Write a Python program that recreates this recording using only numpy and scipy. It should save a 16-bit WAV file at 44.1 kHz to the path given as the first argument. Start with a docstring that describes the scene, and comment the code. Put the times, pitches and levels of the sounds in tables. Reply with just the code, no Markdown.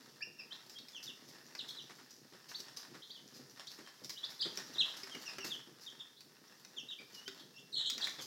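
"""Inside a paper-lined metal tub, close to a brood of chicks: feet, paper and grain stir from the start over faint hiss.
Whistled twitters sweep up and peeps sag in pitch; from 0.7 s beaks tick on the feeder and grain sprays in volleys.
Trills that swing between high and low join at 1.6 s, heavier steps at 1.9 s, thuds of the tub floor at 4.6 s.
A strong trill comes at 4.4 s, a loud peep at 4.8 s, and the longest trills from 7.7 s.
Notes are gliding sines, contacts are coloured clicks and noise; wall echoes and a short ring follow most of them."""
import sys
import numpy as np
from scipy import signal
from scipy.fft import rfft, irfft, next_fast_len
from scipy.io import wavfile

SR = 44100
rng = np.random.default_rng(int(sys.argv[2]) if len(sys.argv) > 2 else 0)


def wav_out(sig):
    """Save sig, one row per channel (or a flat mono array), as 16-bit PCM at SR to the path in sys.argv[1]."""
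    wavfile.write(sys.argv[1], SR, np.round(np.clip(np.atleast_2d(sig).T, -1, 1) * 32767).astype(np.int16))


N = 364259  # samples

# Spectrum of feet on the tub floor: (frequency [Hz], relative density [dB per Hz])
FOOTFALL_COLOUR = [(75, -23.5), (135, -0.5), (400, 1.5), (520, -5.5), (1000, -27)]
# Spectrum of the rustling paper: (frequency [Hz], relative density [dB per Hz])
PAPER_COLOUR = [(300, -10.5), (600, -4.5), (1200, 1.5), (2000, 2.5), (2700, -7), (5000, -1), (9000, -19)]
# Spectrum of grain on the tray: (frequency [Hz], relative density [dB per Hz])
GRAIN_COLOUR = [(1500, -14), (3300, -9.5), (5100, 3), (6700, -6.5), (8300, -17.5), (13000, -13),
                (16000, -22)]

SOFT_RISE_S = 0.006  # time constant with which a flick or a step swells


def from_db(db):
    """Amplitude factor of a level in dB."""
    return 10 ** (np.asarray(db) / 20)


def rms_one(x):
    """Scales a signal to an rms of 1."""
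    return x / np.sqrt(np.mean(x ** 2) + 1e-20)


def seconds(length):
    """Sample times from zero up to a length in seconds."""
    return np.arange(int(length * SR)) / SR


def add(track, s, sound):
    """Mixes a sound into the track at time s."""
    at = max(int(s * SR), 0)
    track[at:at + len(sound)] += sound[:max(N - at, 0)]


def drift(per_s, size):
    """Slow chance with a spread near 1: straight lines between random knots."""
    knots = rng.standard_normal(4096)
    position = np.arange(size) / SR * per_s
    return np.interp(position, np.arange(len(knots)), knots)


def coloured(x, points, uneven_db=0, resonance_hz=450):
    """Causal filter along a short spectrum, with chance resonances of the struck spot on top; rms 1."""
    size = 2 * next_fast_len(len(x))
    hz, db = np.transpose(points)
    f = np.maximum(np.fft.rfftfreq(size, 1 / SR), 1)
    # one chance knot every resonance_hz along the spectrum
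    spot_db = uneven_db * drift(SR / resonance_hz * SR / size, len(f))
    curve_db = np.interp(np.log(f), np.log(hz), db) + spot_db
    above = np.maximum(f / hz[-1], 1)  # past the last point the top rolls off at 12 dB an octave
    cepstrum = irfft(np.log(from_db(curve_db) / above ** 2))
    # minimum phase: nothing sounds early
    cepstrum[1:size // 2] *= 2
    cepstrum[size // 2 + 1:] = 0
    response = np.exp(rfft(cepstrum))
    return rms_one(irfft(rfft(x, size) * response)[:len(x)])


def grains(per_s, spread_db, size):
    """Random clicks of either sign; a few stand out as larger, or as smaller if the spread is negative."""
    sizes = from_db(spread_db * np.minimum(rng.exponential(1, size), 4))
    signs = rng.choice([-1, 1], size)
    struck = rng.random(size) < per_s / SR
    return sizes * signs * struck


def in_tub(sound, wet_db=0, first_s=0.005, last_s=0.05, build_s=0.041, count=10):
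    """Each spot in the tub has its own wall echoes, which merge into a short ring."""
    ring_t60_s, ring_db, echo_db = 0.4, -8, -8
    t = seconds(0.5)
    ring = rng.standard_normal(len(t)) * from_db(-60 * t / ring_t60_s) * (1 - np.exp(-t / build_s))
    response = from_db(ring_db) * ring / np.linalg.norm(ring)
    bounce = np.arange(count)
    lags = first_s + (last_s - first_s) * (bounce + rng.random(count)) / count
    echoes = from_db(echo_db) * rng.choice([-1, 1], count) / np.sqrt(1 + bounce)
    response[(lags * SR).astype(int)] += echoes
    response *= from_db(wet_db)
    response[0] = 1  # direct sound
    # a near bounce off the floor or the jar makes a gliding note swell and dip
    response[int(rng.uniform(0.001, 0.004) * SR)] += 0.4
    return signal.fftconvolve(sound, response)


def hiss():
    """The microphone's own faint, steady white noise."""
    return from_db(-72.5) * rng.standard_normal(N)


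def brood_bustle():
    """Amplitude curve of how busy the brood is."""
    # Rustle of the paper, before the paper's own gain: (time [s], level [dB])
    rustle_levels = [(0.0, -66), (0.32, -70), (0.76, -67), (1.91, -65.5), (2.23, -68), (4.35, -64),
                     (4.53, -58), (5.34, -59), (5.66, -68.5), (6.21, -72), (6.99, -68), (7.15, -65.5),
                     (7.66, -69.5), (7.96, -61.5), (8.06, -53.5), (8.26, -61)]
    s, db = np.transpose(rustle_levels)
    return from_db(np.interp(np.arange(N) / SR, s, db))


def patter(colour, per_s, spread_db, clump_db, clumps_per_s, smooth_db, count=4):
    """Small contacts at several spots, bunched into steps and scrapes, over soft brushing; rms 1."""
    bunching = from_db(clump_db * drift(clumps_per_s, N))
    contacts = np.zeros(N)
    for _ in range(count):
        clicks = grains(per_s / count, spread_db, size=N) * bunching
        contacts += coloured(in_tub(clicks, wet_db=2.5)[:N], colour, uneven_db=5.5)
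    brushing = from_db(smooth_db) * coloured(rng.standard_normal(N), colour)
    return rms_one(rms_one(contacts) + brushing)


def feet(stir):
    """Light feet tap the floor in low, soft contacts, a little louder when the brood is busy."""
    taps = patter(FOOTFALL_COLOUR, per_s=55, spread_db=3, clump_db=4, clumps_per_s=15, smooth_db=-7)
    return from_db(-65) * stir ** 0.33 * taps


def paper(bustle):
    """The paper lining crackles finely, its level following the bustle."""
    crackle = patter(PAPER_COLOUR, per_s=700, spread_db=5, clump_db=5, clumps_per_s=25, smooth_db=-12)
    return from_db(3.5) * bustle * crackle


def loose_grain(stir):
    """Scattered grain ticks brightly in uneven bunches, louder when the brood is busy."""
    ticking = patter(GRAIN_COLOUR, per_s=350, spread_db=7, clump_db=7.5, clumps_per_s=28, smooth_db=2.5)
    return from_db(-64) * stir ** 0.76 * ticking


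def steps(t60=0.2):
    """A heavier foot comes down: the tub floor thumps and the paper scuffs."""
    # Heavier steps on the paper: (time [s], thump level [dB], scuff level [dB])
    footsteps = [(1.893, -64, -54), (1.983, -69, -57), (2.319, -59, -65), (2.588, -59, -80),
                 (2.941, -57, -54), (3.785, -55.5, -55.5), (4.45, -47.5, -51), (4.754, -54.5, -57),
                 (5.145, -52.5, -53.5), (5.441, -51.5, -48.5), (7.0, -63.5, -61), (8.185, -53.5, -51.5)]
    out, t = np.zeros(N), seconds(0.2)
    press = from_db(-60 * t / t60) * (1 - np.exp(-t / SOFT_RISE_S))
    for s, thump_db, scuff_db in footsteps:
        thump = from_db(thump_db) * coloured(rng.standard_normal(len(t)), FOOTFALL_COLOUR)
        scuff_clicks = grains(2800, spread_db=-2, size=len(t))
        scuff = from_db(scuff_db) * coloured(scuff_clicks, PAPER_COLOUR)
        add(out, s, (thump + scuff) * press / press.max())
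    return out


def flicks(t60=0.22, clump_db=3, clumps_per_s=130):
    """Fine crumbs of feed spray against the tray in uneven little volleys that swell and settle."""
    # Beakfuls of grain flicked about, relative to one another: (time [s], level [dB])
    beakfuls = [(0.696, -47.5), (0.881, -55), (1.028, -42.5), (1.273, -49.5), (1.676, -44), (2.484, -40.5),
                (2.558, -42.5), (2.764, -40.5), (3.341, -45.5), (3.702, -43.5), (4.034, -44.5),
                (4.094, -41), (4.291, -42.5), (4.965, -43), (5.442, -34), (5.805, -46), (7.14, -44),
                (8.206, -37.5)]
    out, t = np.zeros(N), seconds(0.2)
    settling = from_db(-60 * t / t60) * (1 - np.exp(-t / SOFT_RISE_S))
    for s, db in beakfuls:
        volleys = from_db(clump_db * drift(clumps_per_s, len(t)))
        crumbs = grains(1400, spread_db=2.5, size=len(t)) * volleys
        spray = coloured(crumbs, GRAIN_COLOUR, uneven_db=2)
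        add(out, s, from_db(db) * in_tub(0.5 * spray * settling))
    return out


def thuds():
    """The knocked feeder thuds on the tub floor, which rings at two low modes."""
    # Knocks of the feeder on the floor: (time [s], level [dB])
    knocks = [(4.575, -54), (5.033, -54), (5.384, -48.5), (7.28, -49.5)]
    # Modes of the tub floor under a blow: (frequency [Hz], level [dB], decay by 60 dB [s])
    floor_modes = [(277, -8, 0.27), (388, 2, 0.18)]
    out, t = np.zeros(N), seconds(0.14)
    thud = sum(from_db(db - 60 * t / t60) * np.sin(2 * np.pi * hz * t) for hz, db, t60 in floor_modes)
    for s, db in knocks:
        add(out, s, from_db(db) * thud)
    return out


def crack(colour, t60, snap=6):
    """A hard contact: one sharp snap, then a burst that dies in a few milliseconds."""
    t = seconds(0.05)
    contact = snap * (t == 0) + rng.standard_normal(len(t)) * from_db(-60 * t / t60)
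    burst = coloured(contact, colour, uneven_db=3.5)
    return 2 * burst / np.abs(burst).max()


def pecks():
    """The beak ticks on the tray and the feeder clacks, both short hard contacts."""
    # Beak strikes, relative to one another: (time [s], tick level [dB], clack level [dB])
    strikes = [(0.697, -45.5, -63), (0.787, -48.5, -57), (.885, -46, -57), (1.028, -47, -62),
               (1.551, -44, -46), (2.603, -40.5, -65), (4.046, -40.5, -63), (4.095, -37.5, -52),
               (4.104, -41, -55), (4.574, -33, -48), (5.033, -43, -49), (5.149, -48, -48),
               (5.384, -42.5, -41.5), (6.207, -47.5, -62), (6.649, -45.5, -55), (7.279, -40, -45),
               (7.9, -30, -45), (7.98, -35, -48), (8.071, -38.5, -40.5)]
    # Spectrum of the beak's tick: (frequency [Hz], relative density [dB per Hz])
    tick_colour = [(2000, -28), (4000, -3.5), (5200, 5), (7000, -9), (9000, -20), (16000, -16.5)]
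    # Spectrum of the feeder's clack: (frequency [Hz], relative density [dB per Hz])
    clack_colour = [(600, -13), (2000, 3), (3000, -4.5), (6000, -73)]
    out = np.zeros(N)
    for s, tick_db, clack_db in strikes:
        tick = from_db(tick_db) * crack(tick_colour, t60=0.028)
        clack = from_db(clack_db) * crack(clack_colour, t60=0.035)
        add(out, s, in_tub(tick + clack, wet_db=-1))
    return out


def octave_db(pitch):
    """The octave overtone is strongest on notes near 2650 Hz, where it meets a resonance of the throat, and
    weakens on either side."""
    best_pitch_hz, best_db, loss_db_per_octave = 2650, 2, 60
    return best_db - loss_db_per_octave * abs(np.log2(pitch.mean() / best_pitch_hz))


def whistle(pitch, overtone_db, rise=0.44, fall=0.28, jitter=0.012, shimmer_db=-3.0,
            throat_hz=6200, beak_hz=3750, beak_q=4.2):
    """The syrinx sings a near sine, loudest where it crosses the beak's resonance; the throat dulls its octave."""
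    u = np.linspace(0, 1, len(pitch))  # share of the note gone by; rise and fall are shares too
    fade_in = np.sin(np.pi / 2 * np.minimum(u / rise, 1))
    fade_out = np.sin(np.pi / 2 * np.minimum((1 - u) / fall, 1))
    beak = rms_one(1 / np.hypot(1, beak_q * (pitch / beak_hz - beak_hz / pitch)))
    wavering_pitch = pitch * (1 + jitter * drift(380, len(u)))
    phase = 2 * np.pi * np.cumsum(wavering_pitch) / SR
    octave = from_db(overtone_db) / np.sqrt(1 + (2 * pitch / throat_hz) ** 8)
    tone = np.sqrt(2) * (beak * np.sin(phase) + octave * np.sin(2 * phase))
    shimmer = from_db(shimmer_db * drift(223, len(u)))
    return fade_in * fade_out * shimmer * tone


def note(pitch, db):
    """One whistle heard in the tub; a faint one comes from further off, so more of it is echo."""
    faint_below_db, echo_db_per_faint_db = -47, 0.7
    far_db = echo_db_per_faint_db * max(faint_below_db - db, 0)
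    return from_db(db - far_db / 2) * in_tub(whistle(pitch, octave_db(pitch)), far_db)


def twitters():
    """A contented chick holds a low pitch, then sweeps up just before the note ends."""
    # Rising notes, before distance: (time [s], length [s], low pitch [Hz], top pitch [Hz], level [dB])
    rising_notes = [ (0.206, 0.0084, 1750, 1760, -52), (0.21, 0.03, 2300, 2850, -47),
                    (0.506, 0.032, 3050, 4240, -49.5), (0.748, 0.052, 3276, 4580, -51.5),
                    (2.541, 0.023, 3060, 4650, -44.5), (3.018, 0.025, 2980, 4280, -54.5),
                    (3.097, 0.026, 3030, 4720, -49), (3.665, 0.027, 3110, 4860, -49),
                    (4.15, 0.043, 2920, 4130, -50.5), (4.229, .031, 3210, 5080, -43),
                    (6.156, .028, 3290, 4640, -65), (7.254, 0.04, 3040, 3820, -51),
                    (7.378, 0.036, 3110, 4480, -60.5), (7.534, 0.06, 2705, 3590, -59.5)]
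    # the sweep is steepest this long before the end; its time constant
    sweep_lead_s, sweep_s = 0.014, 0.0068
    out = np.zeros(N)
    for s, length, low_hz, top_hz, db in rising_notes:
        lift = (1 + np.tanh((seconds(length) - length + sweep_lead_s) / sweep_s)) / 2
        add(out, s, note(low_hz + (top_hz - low_hz) * lift, db))
    return out


def trills():
    """The pitch swings smoothly between crests and troughs; a chick hidden in the crowd is heard mostly off the wall."""
    # Trills: (extra tub echo [dB], turning points of the warble as (time [s], pitch [Hz], level [dB]))
    warbles = [ (1, [(1.593, 3280, -45), (1.605, 4150, -48), (1.618, 3300, -47)]), (3, [(1.683, 4150, -49),
               (1.695, 3280, -47), (1.707, 4350, -46), (1.718, 3400, -47)]), (2, [(4.392, 4500, -44),
               (4.401, 3400, -44.5), (4.415, 4950, -32.5), (4.43, 3150, -43), (4.444, 4350, -44),
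               (4.455, 3400, -29.5)]), (6, [(7.721, 4650, -49), (7.735, 3750, -42), (7.746, 4350, -36.5),
               (7.761, 3074, -47), (7.774, 4200, -32.5), (7.786, 3000, -47.5), (7.8, 3950, -34),
               (7.814, 3050, -39)]), (7.5, [(7.842, 2900, -38), (7.859, 4200, -28), (7.869, 3050, -35.5),
               (7.88, 4050, -37), (7.894, 3300, -41), (7.918, 4140, -38)]), (2.5, [(8.011, 4750, -37),
               (8.026, 3300, -35.5), (8.037, 4200, -35.5), (8.05, 3350, -38)])]
    # a trill is harsher than a peep, most of all while its pitch falls
    trill_octave_db, downstroke_db = 7, 12
    out = np.zeros(N)
    for wet_db, turns in warbles:
        s, hz, db = np.transpose(turns)
        t, index = s[0] + seconds(s[-1] - s[0]), np.arange(len(s))
        swings = np.interp(t, s, index)
        eased = np.floor(swings) + np.sin(np.pi / 2 * (swings % 1)) ** 2
        pitch = np.interp(eased, index, hz)
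        falling = -np.gradient(pitch)
        harsh_db = trill_octave_db + downstroke_db * falling / np.abs(falling).max()
        # the beak opens wide for a trill, so its resonance is broad
        tone = whistle(pitch, octave_db(pitch) + harsh_db, rise=0.06, fall=0.06, throat_hz=7000, beak_q=0.9)
        call = from_db(np.interp(t, s, db)) * tone
        heard = in_tub(call, wet_db)
        # echo included, it keeps the energy of the dry call
        add(out, s[0], heard * np.linalg.norm(call) / np.linalg.norm(heard))
    return out


def peeps():
    """The pitch passes a crest, then sags and levels off as the push of air gives out."""
    # Falling notes, before distance: (time [s], length [s], pitch at the crest [Hz],
    # time to the crest [s], pitch it settles on [Hz], level [dB])
    falling_notes = [ (0.386, 0.03, 2745, 0.006, 2390, -48.5), (0.929, 0.067, 3460, 0.0079, 2570, -49.5),
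                     (1.059, 0.058, 3805, 0.0062, 2650, -49), (1.576, 0.041, 5000, 0.00049, 2550, -46),
                     (1.762, 0.052, 3950, 0.013, 2680, -48.5), (3.142, 0.041, 3630, 0, 2940, -54),
                     (3.848, 0.02, 3280, 0, 3010, -62), (4.736, 0.036, 4260, 0.0012, 3120, -52),
                     (4.78, 0.052, 4060, 0.015, 2574, -30.5), (5.104, 0.06, 3270, 0.0035, 2770, -53.5),
                     (5.257, 0.042, 2890, 0, 2466, -48.5), (5.385, 0.069, 2934, 0.0028, 2650, -51.5),
                     (5.497, 0.067, 3760, 0.0017, 2845, -46), (5.862, 0.031, 3710, 0.007, 2970, -47.5),
                     (5.994, 0.026, 3630, 0.0098, 3070, -48.5), (6.763, 0.057, 3565, 0.00035, 2600, -47),
                     (6.879, 0.055, 3860, .015, 2590, -49), (6.904, .04, 3760, 0.0053, 2990, -46),
                     (6.985, 0.015, 2500, 0.011, 2370, -54), (7.125, 0.072, 3040, 0.0011, 2845, -62),
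                     (8.181, .036, 3650, 0, 3070, -50)]
    sag_share = 0.54  # the pitch sags in this share of the time left after its crest
    out = np.zeros(N)
    for s, length, crest_hz, crest_s, end_hz, db in falling_notes:
        sag_s = sag_share * (length - crest_s)
        push = np.exp(-((seconds(length) - crest_s) / sag_s) ** 2)
        add(out, s, note(end_hz + (crest_hz - end_hz) * push, db))
    return out


def scene():
    """The busier the brood, the louder its feet, the paper and the grain; calls and knocks stand in front."""
    bustle = brood_bustle()
    stir = bustle / bustle.mean()
    background = hiss() + feet(stir) + paper(bustle) + loose_grain(stir)
    contacts = steps() + flicks() + thuds() + pecks()
    calls = twitters() + trills() + peeps()
    return (background + contacts + calls)[None]


def record(dry):
    """The small microphone loses the deep bass; the top is cut steeply."""
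    bass_cut = signal.butter(2, 95, "high", fs=SR, output="sos")
    top_cut = signal.ellip(10, 0.1, 70, 15900, fs=SR, output="sos")
    return signal.sosfilt(top_cut, signal.sosfilt(bass_cut, dry))


dry = scene()
out = record(dry)
wav_out(out)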